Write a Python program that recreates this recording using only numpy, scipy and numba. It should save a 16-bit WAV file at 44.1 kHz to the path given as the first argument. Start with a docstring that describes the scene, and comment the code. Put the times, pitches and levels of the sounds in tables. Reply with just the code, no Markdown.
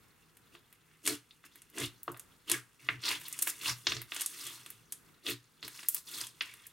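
"""A quiet room with a low wavering tone and faint sticky ticks, then pops and squishes: two hands press, fold
and pull a heap of slime on a wooden table, close to a stereo microphone. Each pop is a few clicks shaped into
short tones, the tearing skin is swarms of clicks through resonances, and a gliding resonance is the main air
pocket. Noise pushes and the pops ring the table top; a small room answers pops and skin."""
import sys
import numpy as np
from scipy import signal
from scipy.fft import rfft, irfft
from scipy.io import wavfile
from scipy.ndimage import uniform_filter1d
from numba import njit

SR = 44100
rng = np.random.default_rng(int(sys.argv[2]) if len(sys.argv) > 2 else 0)


def to_wav(sig):
    """Store sig (one row per channel, or 1-D mono) as 16-bit WAV at the path in sys.argv[1].

    Samples outside -1..1 are clipped; the rate is SR.
    """
    pcm = np.clip(np.atleast_2d(sig), -1, 1) * 32767
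    pcm = np.round(pcm).astype(np.int16)
    wavfile.write(sys.argv[1], SR, pcm.T)  # frames by channels


N = 296352


def undb(db):
    """Turn dB into an amplitude factor."""
    return 10 ** (np.asarray(db) / 20)


def level(x, db):
    """Set the RMS level of x in dB."""
    return x * undb(db) / np.sqrt(np.mean(x ** 2))


def ring(x, hz, width):
    """Two-pole resonance, gain 1 at the centre; width in Hz."""
    b, a = signal.iirpeak(min(hz, 0.45 * SR), hz / width, fs=SR)
    return signal.lfilter(b, a, x)


def colour(x, modes):
    """Parallel resonances of one body, with alternating sign."""
    return sum((-1) ** k * undb(db) * ring(x, hz, width) for k, (hz, width, db) in enumerate(modes))


def walk(rate):
    """Random values about 1 / rate s apart, joined by straight slides; spread about 1.3."""
    step = int(SR / rate)
    held = np.repeat(rng.standard_normal(N // step + 1), step)
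    return 1.62 * uniform_filter1d(held, step)[:N]


def swarm(rate, scatter_db):
    """Random clicks, rate per second on average, most small and a few large; RMS 1."""
    chance = rng.random(N)
    size = np.minimum(rng.exponential(size=N), 3.2)
    sign = np.sign(rng.standard_normal(N))
    return level((chance < rate / SR) * undb(scatter_db * size) * sign, 0)


def grains(modes, rate, scatter_db, patchy_db):
    """Each pocket size bursts in its own swarm, in uneven fits, retuned at random on every call."""
    out = 0
    for hz, width, db in modes:
        fits = undb(db + patchy_db * walk(18))
        clicks = swarm(rate, scatter_db)
        out = out + fits * ring(clicks, hz * 1.247 ** rng.uniform(-1.28, 1), width)
    return out


def wavelet(hz, cycles):
    """A short tone that swells and dies evenly, centred at sample 128."""
    turns = (np.arange(256) - 128) * hz / SR
    return np.exp(-(turns / max(cycles, 0.15)) ** 2) * np.sin(2 * np.pi * turns)


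@njit
def glide(x, hz, width):
    """Resonance whose centre moves; width is a share of the centre, gain 1 there."""
    y, band, low = np.empty(len(x)), 0., 0.
    for i in range(len(x)):
        g = np.tan(np.pi * hz[i] / SR)
        v = (band + g * (x[i] - low)) / (1 + g * (g + width))
        band, low, y[i] = 2 * v - band, low + 2 * g * v, width * v
    return y


# Spectrum of the room's quiet. Each row: frequency in Hz, relative density in dB per Hz.
HUSH_SPECTRUM = [(18, -46), (30, -6.5), (66, -6.5), (114, -2.5), (480, -9.5), (575, -19), (1330, -10.5),
                 (5170, -28), (15500, -25.5)]
# The low wavering tone. One row: centre in Hz, width in Hz, RMS level in dB before the slow sway.
LOW_TONE = (157, 1.9, -78)


def hush():
    """The quiet of the room: wide shaped noise, and noise through a narrow resonance as a wavering low tone."""
    hz = np.maximum(np.fft.rfftfreq(N, 1 / SR), 1)
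    mid, side = rfft(rng.standard_normal((2, N)))
    points, db = np.transpose(HUSH_SPECTRUM)
    shape = undb(np.interp(np.log(hz), np.log(points), db))
    spread = np.clip(hz / 6000, 0.55, 0.8) * np.array([[1], [-1]])  # wider towards the treble
    air = irfft((mid + spread * side) * shape, N)
    tone_hz, tone_width, tone_db = LOW_TONE
    tone = level(ring(rng.standard_normal(N), tone_hz, tone_width), tone_db)
    sway = undb(1.5 * walk(5))
    return (level(air, -68.5) + tone) * sway


# Pitch of the main air pocket as the fingers open and close it, before its random wander.
# Each row: time in seconds, pitch in Hz.
POCKET_PITCH = [(1.1, 2800), (1.82, 2400), (1.87, 4000), (2.53, 2900), (2.0, 2570), (2.95, 2420),
                (3.05, 4300), (3.12, 2600), (3.64, 2900), (3.69, 4200), (3.93, 3900), (4.47, 3900),
                (5.29, 3000), (5.33, 3900), (6.13, 4300), (6.43, 2500)]


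def pocket(x):
    """The main air pocket rings with whatever drives it; its pitch slides and wanders."""
    slide = np.interp(np.arange(N) / SR, *np.transpose(POCKET_PITCH))
    hz = slide * np.exp(0.19 * walk(40))
    return glide(x, hz, 0.15)


# Larger pockets in the middle range. Each row: nominal centre in Hz, width in Hz, relative level in dB.
SQUELCH_MODES = [(1183, 220, 0.5), (2020, 1050, -1), (5670, 9300, -7)]
# The finest threads on top. Each row: nominal centre in Hz, width in Hz, relative level in dB.
SIZZLE_MODES = [(7400, 2400, -8.5), (9300, 1400, -5), (11300, 5400, 8.5), (14300, 1300, -9)]


def skin(squelch, sizzle):
    """Larger pockets squelch in the middle range, the finest threads sizzle on top; faint ticks never stop."""
    uneven = undb(3 * walk(60))
    sticky = level(pocket(uneven * swarm(220, 4.5)), 0.5)
    wet = level(grains(SQUELCH_MODES, 300, scatter_db=4.5, patchy_db=2.5), 0) + sticky
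    threads = grains(SIZZLE_MODES, 400, scatter_db=5.0, patchy_db=2.5)
    # the small constants keep the ticks going between squishes
    low = level(wet, -8.0) * (squelch + undb(-75.5))
    high = level(threads, -1.6) * (sizzle + undb(-90.0))
    return low + high


RING_CYCLES, CYCLES_PER_OCTAVE = 0.6, 0.066  # at 1 kHz, and more for each octave above
# Bursting air pockets. Each row: start of the tear in seconds, level of the snap in dB before the room,
# pitch in Hz, cavity level in dB relative to the snap before the common lift.
POP_EVENTS = [(0.369, -39, 11300, -21), (0.55, -52, 990, 0.5), (0.726, -38.5, 12000, -18.5),
              (1.0539, -23, 10000, -38), (1.0604, -29.5, 3220, -25), (1.064, -14.5, 9500, -27),
              (1.0746, -8, 9160, -21), (1.308, -44.5, 3720, -47), (1.439, -49, 1500, -8.5),
              (1.556, -33, 13100, -24.5), (1.618, -36, 9900, -24.5), (1.699, -41, 12600, -28),
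              (1.778, -40.5, 1270, 0), (1.7825, -21.5, 8100, -26), (1.8, -22, 8800, -38),
              (1.8176, -30.5, 2480, -30), (2.031, -22.5, 13900, -50), (2.079, -24.5, 980, -18.5),
              (2.117, -29, 11900, -44), (2.144, -47, 1030, -5), (2.165, -47.5, 1480, -7.5),
              (2.172, -33, 12000, -38), (2.195, -26.5, 10700, -27.5), (2.4967, -13.5, 10600, -23),
              (2.515, -5, 9700, -25), (2.887, -18.5, 2060, -12), (3.018, -42, 8050, -16),
              (3.036, -27, 4000, -32), (3.0508, -24, 3800, -30), (3.0623, -26, 3680, -30),
              (3.214, -29, 14200, -19), (3.282, -20, 12900, -32), (3.326, -20, 9250, -50),
              (3.389, -16.5, 9300, -29.5), (3.421, -11, 11800, -39), (3.424, -8, 10300, -32.5),
              (3.471, -34.5, 1790, 3), (3.474, -13, 13700, -44), (3.612, -32, 3350, -40),
              (3.868, -14.5, 5000, -11), (3.919, -32, 3830, 1.5), (3.966, -30, 5300, -11),
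              (4.016, -20, 13900, -24.5), (4.119, -31, 2730, -6.5), (4.145, -24, 10900, -37),
              (4.163, -22.5, 8160, -14.5), (4.197, -26, 8150, -20), (4.208, -17, 10100, -28),
              (4.216, -13, 10200, -27.5), (4.26, -12.5, 9800, -37), (4.466, -24.5, 9300, -23),
              (4.4714, -28, 9050, -22), (4.661, -32, 9800, -14), (4.702, -24, 12000, -27.5),
              (4.922, -17, 10150, -32.5), (5.265, -24.5, 3830, -22), (5.627, -33.5, 3640, -11.5),
              (5.6786, -23.5, 11800, -18.5), (5.791, -40.5, 2430, -11.5), (5.774, -40, 5200, -27),
              (5.83, -37, 9000, -7.5), (5.846, -45, 1760, -26), (5.885, -3, 12560, -43),
              (5.9453, -8, 13300, -41), (5.9647, -34.5, 8050, -12), (6.212, -20, 8800, -20),
              (6.268, -26, 9300, -28.5), (6.407, -22.5, 4060, -40), (6.409, -20, 2490, -28),
              (6.4198, -30, 10300, -15), (6.5376, -33, 11300, -21), (6.6666, -27.5, 11800, -52)]


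def pops(cavity_lift_db=12, cavity_hz=1900, tear_s=0.001208, twin_s=0.002, after_s=0.02, after_db=-17):
    """A film starts to tear, snaps, snaps again faintly over a duller cavity, and its shreds crack after it."""
    out = np.zeros((3, N + 4096))
    chance = rng.random((len(POP_EVENTS), 9))
    for k, ((s, db, hz, cavity_db), (luck, *shreds)) in enumerate(zip(POP_EVENTS, chance)):
        clicks = np.zeros(1024)
        late = np.array(shreds) ** 1.2
        shred_at = (SR * (tear_s + 0.0006 + after_s * late)).astype(int)
        clicks[shred_at] = undb(after_db - 12 * late) * np.cos(99 * late)  # uneven size and sign
        clicks[0] = undb(-37)  # the tear begins
        clicks[int(tear_s * SR)] = 1  # the snap
        clicks[int((tear_s + twin_s) * SR)] = undb(-57.5 + 18.5 * luck)  # the second snap
        cycles = RING_CYCLES + CYCLES_PER_OCTAVE * np.log2(hz / 1000)
        film = wavelet(hz, cycles)
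        cavity = undb(cavity_db + cavity_lift_db) * wavelet(cavity_hz, 0.25)
        pop = np.convolve(clicks, film + cavity)
        at = int(s * SR) - 128
        out[k % 3, at:at + len(pop)] += undb(db) * pop  # three places on the heap
    return out[:, :N]


# Scattered answer of the room. Each row: band centre in Hz, time to fall 60 dB in seconds, band level in dB.
ROOM_BANDS = [(520, 0.55, -44.5), (1380, 0.22, -32), (3860, 0.16, -31.5), (7400, 0.21, -40),
              (10400, 0.07, -40.5)]


def room(x):
    """Direct sound, scattered echoes from hands and table, then a tail that dies band by band."""
    t = np.arange(SR // 2) / SR
    answer = np.zeros((2, len(t)))
    answer[:, 0] = 1  # direct sound
    shared = rng.standard_normal(len(t))
    sparse = rng.random(len(t)) < 0.06
    onset = np.minimum(t / 0.0012, 1)
    early = sparse * undb(25.0) * 1000. ** (-t / 0.023)
    for hz, t60, db in ROOM_BANDS:
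        noise = shared + 0.72 * rng.standard_normal((2, len(t)))
        fade = 1000. ** (-t / t60) + early
        answer += undb(db) * ring(noise * fade * onset, hz, 1.096 * hz)
    return signal.fftconvolve(x[None], answer, axes=1)[:, :N]


# One squeeze of the hands a row. Each row: peak in seconds, then drive levels in dB before each layer's own
# gain: squelch, sizzle, low thud; knock level in dB above the low thud, rise in seconds, fall in seconds.
SQUISH_EVENTS = [(0.547, -59.5, -81, -68, 8.5, 0.016, 0.0089), (1.095, -41, -50.5, -58, 15, 0.037, 0.053),
                 (1.458, -57.5, -69, -91, 18, 0.019, 0.01), (1.58, -67, -76, -91, 14, 0.063, 0.022),
                 (1.823, -41, -51, -48, 5, 0.052, 0.038), (2.089, -87, -82, -49, 0.5, 0.0017, 0.035),
                 (2.519, -38.5, -59, -53.5, 7, 0.031, 0.051), (2.83, -59, -79, -65.5, -5, 0.031, 0.11),
                 (2.914, -55.5, -80, -53, -6.5, 0.042, 0.058), (3.092, -33.5, -68, -58, 5, 0.051, 0.058),
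                 (3.3, -57, -60, -78.5, 8.5, 0.13, 0.48), (3.488, -53, -39, -76, 4, 0.019, 0.017),
                 (3.691, -35, -51.5, -48, -8, 0.063, 0.028), (3.9, -45, -75, -48, -5, 0.033, 0.1),
                 (4.199, -45.5, -53.5, -88, 13, 0.073, 0.052), (4.449, -49.5, -54.5, -69, 4, 0.15, 0.14),
                 (4.69, -65.5, -69, -75, 0, 0.12, 0.087), (5.294, -39.5, -49, -56.5, 13, 0.034, 0.034),
                 (5.638, -48.5, -79, -55.5, -1.5, 0.012, 0.034), (5.769, -57, -61.5, -81.5, 4, 0.084, 0.12),
                 (5.959, -57, -50, -88, -6, 0.027, 0.03), (6.168, -46.5, -51, -71, 6.5, 0.08, 0.083),
                 (6.45, -54, -89, -78, -2, 0.038, 0.082), (6.6, -64.5, -73, -84.5, 3, 0.28, 0.1)]


def squeezes():
    """Bell-shaped swells drive squelch, sizzle, low thud and upper knock, adding in power."""
    flatness = 2.17  # 2 is a plain bell, more gives a flatter top and steeper flanks
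    low_lag, knock_lead = 0.46, 0.17  # shares of the rise
    t = np.arange(N) / SR
    power = np.full((4, N), 1e-9)
    for s, squelch_db, sizzle_db, thud_db, bright_db, rise, fall in SQUISH_EVENTS:
        shift = np.array([[0], [0], [low_lag * rise], [-knock_lead * rise]])
        late = t - s - shift
        bell = np.exp(-np.abs(late / np.where(late < 0, rise, fall)) ** flatness)
        peaks = undb([squelch_db, sizzle_db, thud_db, thud_db + bright_db])
        power += (peaks[:, None] * bell) ** 2
    return np.sqrt(power)


# Upper modes of the table top. Each row: centre in Hz, width in Hz, relative level in dB.
UPPER_TABLE = [(201, 21, -13), (289.4, 14.7, 4), (350.8, 16, 1), (430, 17, -2.5), (688, 55, -18)]
# Low modes of the table top. Each row: centre in Hz, width in Hz, relative level in dB.
LOW_TABLE_MODES = [(120.5, 8.7, 6.5), (76.5, 170, -19)]


def table(low, high, bursts):
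    """Uneven pushes of the hands and the bursts set the table top ringing; the pushes differ left and right."""
    apart = 0.22 * np.array([[1], [-1]])
    out = 0
    for modes, force, db in ((LOW_TABLE_MODES, low, 29), (UPPER_TABLE, high, 25)):
        mid, side = rng.standard_normal((2, N))
        push = (mid + apart * side) * force
        out = out + undb(db) * colour(push, modes)
    struck = ring(bursts, 413, 1600)
    return out + undb(15.5) * colour(struck, UPPER_TABLE + LOW_TABLE_MODES)


# Band thinned by the echo off the table top. One row: centre in Hz, width in Hz.
BOUNCE_BAND = (826, 272)


def bounce(x):
    """The echo off the table top partly cancels one band."""
    return x - 0.46 * ring(x, *BOUNCE_BAND)


def scene():
    """Three places on the heap, each with its own echoes, over the table and the quiet room."""
    squelch, sizzle, low, high = squeezes()
    places = pops()
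    heap = 0
    for place in places:
        pocket_ring = undb(-3) * pocket(place)
        heap = heap + room(place + pocket_ring + skin(squelch, sizzle))
    return bounce(heap) + table(low, high, places.sum(axis=0)) + hush()


def record(dry):
    """The recorder cuts the top with a steep low-pass at 16.1 kHz."""
    return signal.sosfilt(signal.ellip(10, 0.2, 70, 16100, fs=SR, output="sos"), dry)


dry = scene()
out = record(dry)
to_wav(out)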